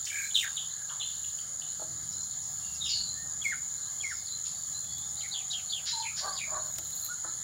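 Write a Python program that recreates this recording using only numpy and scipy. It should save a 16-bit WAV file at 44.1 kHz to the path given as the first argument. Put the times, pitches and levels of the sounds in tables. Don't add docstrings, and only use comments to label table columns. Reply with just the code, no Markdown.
import sys
import numpy as np
from scipy import signal
from scipy.fft import rfft, irfft, next_fast_len
from scipy.io import wavfile
from scipy.ndimage import uniform_filter1d, map_coordinates

SR = 44100
rng = np.random.default_rng(int(sys.argv[2]) if len(sys.argv) > 2 else 0)


def master(y):
    cut = np.clip(np.atleast_2d(y).T, -1, 1)
    pcm = np.round(cut * 32767)
    wavfile.write(sys.argv[1], SR, pcm.astype(np.int16))


N = 327663


def amp(db):
    return 10 ** (np.asarray(db) / 20)


def unit(x):
    return x / np.sqrt(np.mean(x ** 2) + 1e-20)


def along(points, hz):
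    point_hz, values = np.transpose(points)
    return np.interp(np.log(hz + 1), np.log(point_hz + 1), values)


def clock(length=None):
    return np.arange(N if length is None else int(length * SR)) / SR


def wobble(rate):
    return map_coordinates(rng.standard_normal(8192), [clock() * rate], order=2, mode="wrap")


def filtered(x, response):
    n = x.shape[-1]
    padded = next_fast_len(n + 4096)
    return irfft(rfft(x, padded) * response(np.fft.rfftfreq(padded, 1 / SR)), padded)[..., :n]


def coloured(x, spectrum):
    return unit(filtered(x, lambda hz: amp(along(spectrum, hz))))


def band(centre_hz, width_hz, size):
    noise = rng.standard_normal(size)
    return unit(filtered(noise, lambda hz: np.exp(-((hz - centre_hz) / width_hz / 2) ** 2)))


def patchy(depth_db=2.5):
    spectra = signal.stft(rng.standard_normal(N), nperseg=512)[2]
    patches = uniform_filter1d(uniform_filter1d(rng.standard_normal(spectra.shape), 4, 0), 16, 1)
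    return signal.istft(spectra * amp(depth_db * unit(patches)), nperseg=512)[1][:N]


def add(track, start_s, sound):
    part = track[max(round(start_s * SR), 0):][:len(sound)]
    part += sound[:len(part)]


def contour(rows):
    times, hz, db = np.transpose(rows)
    t = times[0] + clock(max(times[-1] - times[0], .01))
    pitch = uniform_filter1d(np.interp(t, times, hz), size=300)
    return times[0], pitch, amp(np.interp(t, times, db)) * signal.windows.tukey(len(t), .1)


def repeats(shape, calls):
    return [[(start + t * stretch, hz * ratio, db + level) for t, hz, level in shape]
            for start, stretch, ratio, db in calls]


def tone(hz, overtone_db=-30):
    phase = 2 * np.pi * np.cumsum(hz) / SR
    return np.sqrt(2) * (np.sin(phase) + amp(overtone_db) * np.sin(2 * phase))


def chirp(length, start_hz, middle_hz, end_hz, jitter):
    progress = np.linspace(0, 1, int(max(length, .005) * SR))
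    hz = np.polyval(np.polyfit([0, .5, 1], [start_hz, middle_hz, end_hz], 2), progress)
    shake = np.interp(np.arange(len(progress)) / 50, np.arange(512), rng.standard_normal(512))
    return np.sin(np.pi * progress) * tone(hz * (1 + jitter * shake), overtone_db=-46)


# frequency_hz, t60_s
TREE_DECAY = [(300, 1), (1200, 0.26), (4000, 0.5), (10000, 0.081)]

def foliage(x, wet_db, early_s, late_db, echoes=40):
    out, t, hop = x.copy(), clock(.5), SR // 2
    for start in range(0, N, hop):
        hz, when, spectra = signal.stft(rng.standard_normal(len(t)), SR, nperseg=256)
        decay = amp(-60 * when / along(TREE_DECAY, hz)[:, None])
        late = signal.istft(spectra * decay, SR, nperseg=256)[1][:len(t)] * np.minimum(t / .018, 1)
        delays = rng.integers(SR // 250, SR // 12, echoes)
        early = np.bincount(delays, rng.standard_normal(echoes), len(t)) * amp(-60 * t / early_s)
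        response = unit(unit(early) + amp(late_db) * unit(late)) / np.sqrt(len(t))
        add(out, start / SR, amp(wet_db) * signal.fftconvolve(x[start:start + hop], response))
    return out / np.sqrt(1 + amp(wet_db) ** 2)


# time_s, relative_db
RUMBLE_SWELLS = [(0, -61.5), (1.76, -59.5), (1.95, -52.5), (2.5, -57.5), (3.12, -54), (3.75, -59),
                 (4.4, -58.5), (4.95, -54.5), (5.45, -60), (6.6, -57), (7.43, -59)]
# frequency_hz, gain_db
RUMBLE_SPECTRUM = [(15, -56), (25, -28), (43, -13), (58, -8), (75, -8.5), (102, -2.5), (150, -2), (204, -9),
                   (268, -20), (291, -12.5), (420, -39.5), (550, -53), (920, -120)]
LAND_SPECTRUM = [(210, -18), (350, -5.5), (471, -7), (486, -0.5), (633, -4.5), (681, 0.5), (777, 3.5),
                 (865, -3.5), (1340, 3.5), (1450, -3), (1680, 5.5), (1810, -4), (2160, -1.5), (2360, -21),
                 (2500, -38.5), (3250, -51), (5500, -120)]
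MEADOW_SPECTRUM = [(2000, -40), (2500, -20.5), (3100, -2), (4200, 8), (5700, -4.5), (8100, -3), (9000, 3.5),
                   (10000, 2.5), (10800, -4), (12000, -9.5), (13500, -6.5), (15500, -1.5)]

def background(meadow_db=-50, land_db=-59, hum_db=-65, hum_hz=75):
    swell_db = np.interp(clock(), *np.transpose(RUMBLE_SWELLS))
    rumble = amp(swell_db - 1) * coloured(rng.standard_normal(N), RUMBLE_SPECTRUM)
    hum = amp(hum_db + 4.4 * wobble(3.34)) * tone(hum_hz * (1 + .0143 * wobble(4.9)), overtone_db=-10)
    land = amp(land_db) * coloured(patchy(), LAND_SPECTRUM)
    meadow = amp(meadow_db + .75 * wobble(3.45)) * coloured(patchy(), MEADOW_SPECTRUM)
    return rumble + hum + land + meadow


# frequency_hz, gain_db
INSECT_RESONANCE = [(3530, -45.5), (6000, -18), (6140, -19.5), (6660, 2), (6990, 7.5), (7300, -1.5),
                    (7850, -21.5), (8100, -23.5), (10500, -78), (17800, -120)]
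# pulse_rate_hz, relative_db
NEAR_INSECTS = [(77, -7.5), (74.3, -11.5), (48.6, -25)]

def insects(drone_db=-37.5, chorus_db=-2, high_db=-60, chirp_rate_hz=8.7):
    def pulse(rate_hz, drift):
        return (.5 + .5 * np.cos(2 * np.pi * (rate_hz * clock() + drift * wobble(2.034)))) ** 2

    near_power = sum(amp(db) ** 2 * 4 * pulse(rate_hz, .072) ** 3 for rate_hz, db in NEAR_INSECTS)
    buzz = np.sqrt(amp(chorus_db) ** 2 + near_power) * rng.standard_normal(N)
    drone = coloured(buzz, INSECT_RESONANCE) * amp(drone_db + .6 * wobble(6.5))
    chirping = (.5 + pulse(chirp_rate_hz, .17)) * (1 + pulse(71.5, .1))
    return drone + amp(high_db) * unit(band(9590, 270, size=N) * chirping)


# frequency_hz, gain_db
THROAT_SPECTRUM = [(250, -23), (400, -15.5), (520, -9), (620, 9.5), (700, -6), (790, 1), (930, -0.5),
                   (1170, 6), (1350, -9), (1600, -1.5), (2000, -25), (3000, -52)]
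# offset_s, pitch_hz, relative_db
CAW_SHAPE = [(0, 320, -17), (.047, 371.4, -1), (.078, 376.4, 1), (.112, 362, -13.5), (.18, 354.4, -12)]
# start_s, stretch_ratio, pitch_ratio, level_db
CAW_REPEATS = [(6.203, 0.98, 1.04, -36.5), (6.468, 1.38, .98, -39.5)]

def far_caws(jitter=.032, breath=.91):
    out, flutter = np.zeros(N), 1 + jitter * wobble(300)
    for rows in repeats(CAW_SHAPE, CAW_REPEATS):
        start, hz, gain = contour(rows)
        cycles = np.cumsum(hz * flutter[round(start * SR):][:len(hz)]) / SR
        pulses = unit(np.diff(np.floor(cycles), prepend=0))
        add(out, start, gain * coloured(pulses + breath * rng.standard_normal(len(hz)), THROAT_SPECTRUM))
    return out


# time_s, pitch_hz, level_db
LOW_WARBLE = [(5.92, 930, -63), (5.94, 922, -45), (5.985, 873, -44), (6.015, 890, -41.5),
              (6.065, 902, -45.5), (6.085, 900, -68)]
SINKING_TONE = [(4.85, 847, -69), (5.22, 809, -65.5), (5.55, 743, -63.5), (5.85, 712, -77)]

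def far_voices(quaver_hz=28):
    out = np.zeros(N)
    start, hz, gain = contour(LOW_WARBLE)
    quaver = -np.cos(2 * np.pi * quaver_hz * np.arange(len(hz)) / SR)
    add(out, start, gain * amp(2.8 * quaver) * tone(hz + 30 * quaver))
    start, hz, gain = contour(SINKING_TONE)
    add(out, start, gain * tone(hz + 7 * wobble(39.4)[:len(hz)]))
    return out


def far_chorus(count=30, centre_hz=4250, level_db=-52):
    out, starts = np.zeros(N), rng.uniform(0, N / SR, count)
    for start, (stretch, pitch, slope, loud) in zip(starts, rng.standard_normal((count, 4))):
        hz, glide = centre_hz * np.exp(.06 * pitch), np.exp(.055 * slope)
        note = chirp(.03 * np.exp(.3 * stretch), hz / glide, hz * 1.04, hz * glide, jitter=0)
        add(out, start, amp(level_db + 2 * loud) * note)
    return out


# start_s, length_s, middle_hz, level_db
TREE_TSIPS = [(0.561, .028, 3490, -33.5), (0.995, 0.038, 3406, -33.5), (2.099, .05, 5420, -48),
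              (2.202, 0.052, 5360, -52), (2.412, .037, 5700, -50), (2.742, 0.027, 5400, -45),
              (4.256, .05, 4320, -42.5)]
# start_s, length_s, centre_hz, level_db
TREE_RASPS = [(.05, 0.012, 6200, -33.5), (0.062, 0.021, 2870, -39.5), (0.884, 0.056, 1280, -48),
              (2.887, 0.036, 4670, -32), (4.444, 0.038, 4330, -43.5), (5.505, 0.018, 5400, -39.5),
              (5.853, 0.055, 4540, -32), (5.86, 0.042, 1820, -47), (6.157, 0.06, 4940, -36),
              (6.169, 0.037, 1700, -48), (7.242, 0.016, 1370, -39)]

def tree_birds():
    out = np.zeros(N)
    for start, length, hz, db in TREE_TSIPS:
        add(out, start, amp(db) * chirp(length, 1.14 * hz, hz, .78 * hz, jitter=.056))
    for start, length, hz, db in TREE_RASPS:
        swell = np.sin(np.pi * clock(length) / length)
        add(out, start, amp(db) * swell * band(hz, width_hz=.17 * hz, size=8192)[:len(swell)])
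    return out


# start_s, level_db
REED_WITS = [(.306, -41.5), (0.893, -42.5), (1.24, -43), (1.384, -44.5), (1.615, -42)]
# start_s, length_s, level_db
REED_PEEPS = [(.225, 0.062, -45), (.705, .025, -45), (1.007, 0.05, -40.5), (2.103, 0.15, -49),
              (3.044, 0.096, -42.5), (3.137, .06, -53),  (4.309, 0.049, -42), (4.731, 0.072, -43),
              (5.901, 0.078, -36), (7.028, 0.058, -43.5), (7.26, 0.067, -49)]
# start_s, length_s, start_hz, middle_hz, end_hz, level_db
REED_GLIDES = [(.788, .09, 1724, 1638, 1600, -53), (2.59, 0.2, 2730, 2806, 2600, -59),
               (2.86, 0.113, 2980, 2924, 2940, -52), (3.111, 0.18, 1650, 1818, 1816, -55),
               (3.998, 0.26, 5440, 5430, 4230, -52), (4.803, .3, 3570, 3415, 3770, -52),
               (4.875, 0.079, 4200, 4400, 4600, -50), (7.078, 0.067, 1070, 1462, 1200, -43),
               (7.259, 0.066, 1150, 1340, 1310, -53)]

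def reed_birds():
    out = np.zeros(N)
    for start, db in REED_WITS:
        add(out, start, amp(db) * chirp(.0141, 2640, 3220, 3560, jitter=.061))
    for start, length, db in REED_PEEPS:
        add(out, start, amp(db) * chirp(length, 4000, 4102, 4213, jitter=.013))
    for start, length, *arc_hz, db in REED_GLIDES:
        add(out, start, amp(db) * chirp(length, *arc_hz, jitter=.019))
    return out


# start_s, note_count, reference_hz, level_db
TWITTER_RUNS = [(3.771, 3, 4510, -47.5), (4.977, 2, 4040, -48.5), (5.165, 2, 4480, -43),
                (6.184, 3, 4610, -38.5), (6.32, 1, 5000, -39), (6.55, 2, 4400, -46.5),
                (6.848, 1, 4270, -48), (6.921, 3, 4510, -45)]

def twitters(note_s=.0251, step_s=.047, arch_ratios=(.76, .95, .91)):
    out = np.zeros(N)
    for start, notes, hz, db in TWITTER_RUNS:
        for k in range(notes):
            arc_hz = hz * np.exp(.0298 * rng.standard_normal()) * np.array(arch_ratios)
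            add(out, start + k * step_s, amp(db) * chirp(note_s, *arc_hz, jitter=.0086))
    return out


def sing(calls, rough, overtone_db):
    out = np.zeros(N)
    tremor = 1 + .055 * rough * wobble(700)
    flutter = amp(4 * rough * wobble(300) - rough)
    for rows in calls:
        start, hz, gain = contour(rows)
        span = round(start * SR) + np.arange(len(hz))
        add(out, start, gain * flutter[span] * tone(hz * tremor[span], overtone_db))
    return out


# time_s, pitch_hz, level_db
LOWER_SLUR = [(2.805, 3770, -35), (2.825, 3760, -32.5), (2.848, 3450, -43.5), (2.865, 2940, -38),
              (2.92, 2225, -73)]
UPPER_SLUR = [(2.835, 5670, -49), (2.88, 4950, -37.5), (2.916, 4536, -29.5), (2.954, 4280, -32),
              (3.02, 4070, -60)]

def distant_slurs():
    return sing([LOWER_SLUR, UPPER_SLUR], rough=.55, overtone_db=-42)


# frequency_hz, gain_db
THIN_SPECTRUM = [(7000, -25), (11000, -7), (14500, -2), (15800, -2.5)]
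FULL_SPECTRUM = [(2500, -21), (5000, -1), (8500, 4), (11500, -35), (15800, -13)]
# start_s, length_s, level_db, thin_share
HISS_BURSTS = [(0.034, 0.28, -46.5, 0.35), (.335, .135, -40, 0.18), (3.423, .11, -47, 0.2),
               (6.63, 0.34, -51.5, 0.8), (6.94, 0.17, -45.5, 1)]
# start_s, relative_db, body_relative_db
GRASS_SNAPS = [(1.8254, -44, 1), (4.843, -39.5, 3), (4.9834, -36, -2), (6.7574, -40.5, 6.5),
               (6.784, -27, 2), (6.906, -35, -6), (6.951, -35, -11), (7.0466, -21.5, -26),
               (7.0618, -29, -6)]

def hiss_and_grass(attack_s=.025, release_s=.035, snap_t60_s=.037):
    thin, full = [coloured(rng.standard_normal(N) * amp(3.2 * wobble(400)), spectrum)
                  for spectrum in (THIN_SPECTRUM, FULL_SPECTRUM)]
    out, now, t = np.zeros(N), clock(), clock(.028)
    for start, length, db, share in HISS_BURSTS:
        fade = np.clip(np.minimum((now - start) / attack_s, (start + length - now) / release_s), 0, 1)
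        out += amp(db) * fade * (np.sqrt(share) * thin + np.sqrt(1 - share) * full)
    for start, db, body_db in GRASS_SNAPS:
        crack = coloured(rng.standard_normal(len(t)), THIN_SPECTRUM)
        body = amp(body_db - 3) * band(5600, 2400, size=len(t))
        add(out, start, amp(db - 6 - 60 * t / snap_t60_s) * (crack + body))
    return out


# frequency_hz, gain_db, t60_s
WOOD_MODES = [(332, -11, 0.3), (531, 3.5, 0.037), (634, 8, 0.035), (848, -1, 0.067), (1100, -10, 0.07),
              (1327, 7.5, 0.024)]
# start_s, level_db
WOOD_BUMPS = [(1.795, -45), (1.817, -40), (6.786, -46.5), (7.247, -41.5)]

def wood_bumps(attack_s=.0018):
    out, t = np.zeros(N), clock(.2)
    for start, db in WOOD_BUMPS:
        ring = sum(amp(level + 2 * rng.standard_normal() - 60 * t / t60) * np.sin(2 * np.pi * hz * t)
                   for hz, level, t60 in WOOD_MODES)
        add(out, start, amp(db) * ring * (1 - np.exp(-t / attack_s)))
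    return out


# time_s, pitch_hz, level_db
LOUD_SQUAWK = [(.340, 4180, -40), (.352, 3770, -21), (.362, 3115, -22.5), (.377, 2900, -38),
               (.405, 2830, -36), (.42, 2290, -41), (.437, 1800, -35), (.453, 1616, -32.5),
               (.463, 1540, -50)]
# offset_s, pitch_hz, relative_db
CHIP_SHAPE = [(0, 3624, -10), (.014, 4240, 3.5), (.025, 4400, -12), (.035, 3420, 2.5), (.053, 3290, -6.5),
              (.082, 3030, -13), (.115, 2130, -24)]
DROP_SHAPE = [(0, 4850, 2), (.018, 4450, -6), (.03, 3260, -1), (.042, 2400, -15), (.064, 2293, 0),
              (.1, 2223, -7)]
# start_s, stretch_ratio, pitch_ratio, level_db
CHIP_REPEATS = [(5.309, .97, 1.017, -33), (5.499, .96, 0.96, -33), (5.691, 1, 1.025, -31)]
DROP_REPEATS = [(5.187, 0.77, .94, -45), (5.994, 1.04, 1.005, -36.5), (6.35, 1.05, 1.005, -35.5)]

def bush_bird():
    syllables = repeats(CHIP_SHAPE, CHIP_REPEATS) + repeats(DROP_SHAPE, DROP_REPEATS)
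    return sing([LOUD_SQUAWK] + syllables, rough=1, overtone_db=-28)


def near_chatter(low_hz=1620, high_hz=2330, low_db=-38, high_db=-34, pairs=7):
    out = np.zeros(N)
    beats = .098 + .0278 * np.arange(pairs) + .001 * rng.standard_normal(pairs)
    for start, swell in zip(beats, np.sin(np.linspace(.6, 2.9, pairs))):
        blip = chirp(.013, high_hz * .88, high_hz, high_hz * .93, jitter=.04)
        dip = chirp(.018, low_hz * 1.2, low_hz, low_hz * 1.05, jitter=.05)
        add(out, start, swell * amp(high_db) * blip)
        add(out, start + .011, swell * amp(low_db) * dip)
    return out


# offset_s, pitch_hz, relative_db
WHISTLE_SHAPE = [(0, 3140, -16), (.015, 3427, -5), (.026, 2744, -31), (.036, 2400, -10), (.047, 2190, 1.5),
                 (.07, 2090, -5.5), (.1, 2168, -6.5), (.123, 1520, -6), (.138, 1210, -19)]
# start_s, stretch_ratio, pitch_ratio, level_db
WHISTLE_REPEATS = [(3.412, 0.97, 1.005, -28.5), (3.999, 1, .995, -33.5)]

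def near_whistles():
    return sing(repeats(WHISTLE_SHAPE, WHISTLE_REPEATS), rough=.15, overtone_db=-22)


def scene():
    whistles, song, slurs = near_whistles(), bush_bird(), distant_slurs()
    near = foliage(whistles + near_chatter() + wood_bumps(), wet_db=-4.5, early_s=.084, late_db=-7.5)
    bushes = foliage(song, wet_db=2, early_s=.15, late_db=-14)
    distant = foliage(slurs, wet_db=3, early_s=.2, late_db=2)
    far = foliage(far_caws() + far_voices(), wet_db=-6.5, early_s=.18, late_db=-10.5)
    clean, harsh = reed_birds(), tree_birds()
    reeds = foliage(clean + far_chorus(), wet_db=-5, early_s=.032, late_db=4)
    runs = foliage(twitters(), wet_db=-6.5, early_s=.066, late_db=5)
    trees = foliage(harsh, wet_db=-1.5, early_s=.13, late_db=-1)
    scattered = near + bushes + reeds + runs + trees + distant + far
    mid = scattered + insects() + hiss_and_grass() + background()
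    side = amp(-67.5) * band(15000, 2800, size=N)
    return np.array([mid + side, mid - side])


def record(dry):
    return filtered(dry, lambda hz: hz < 15800)


dry = scene()
out = record(dry)
master(out)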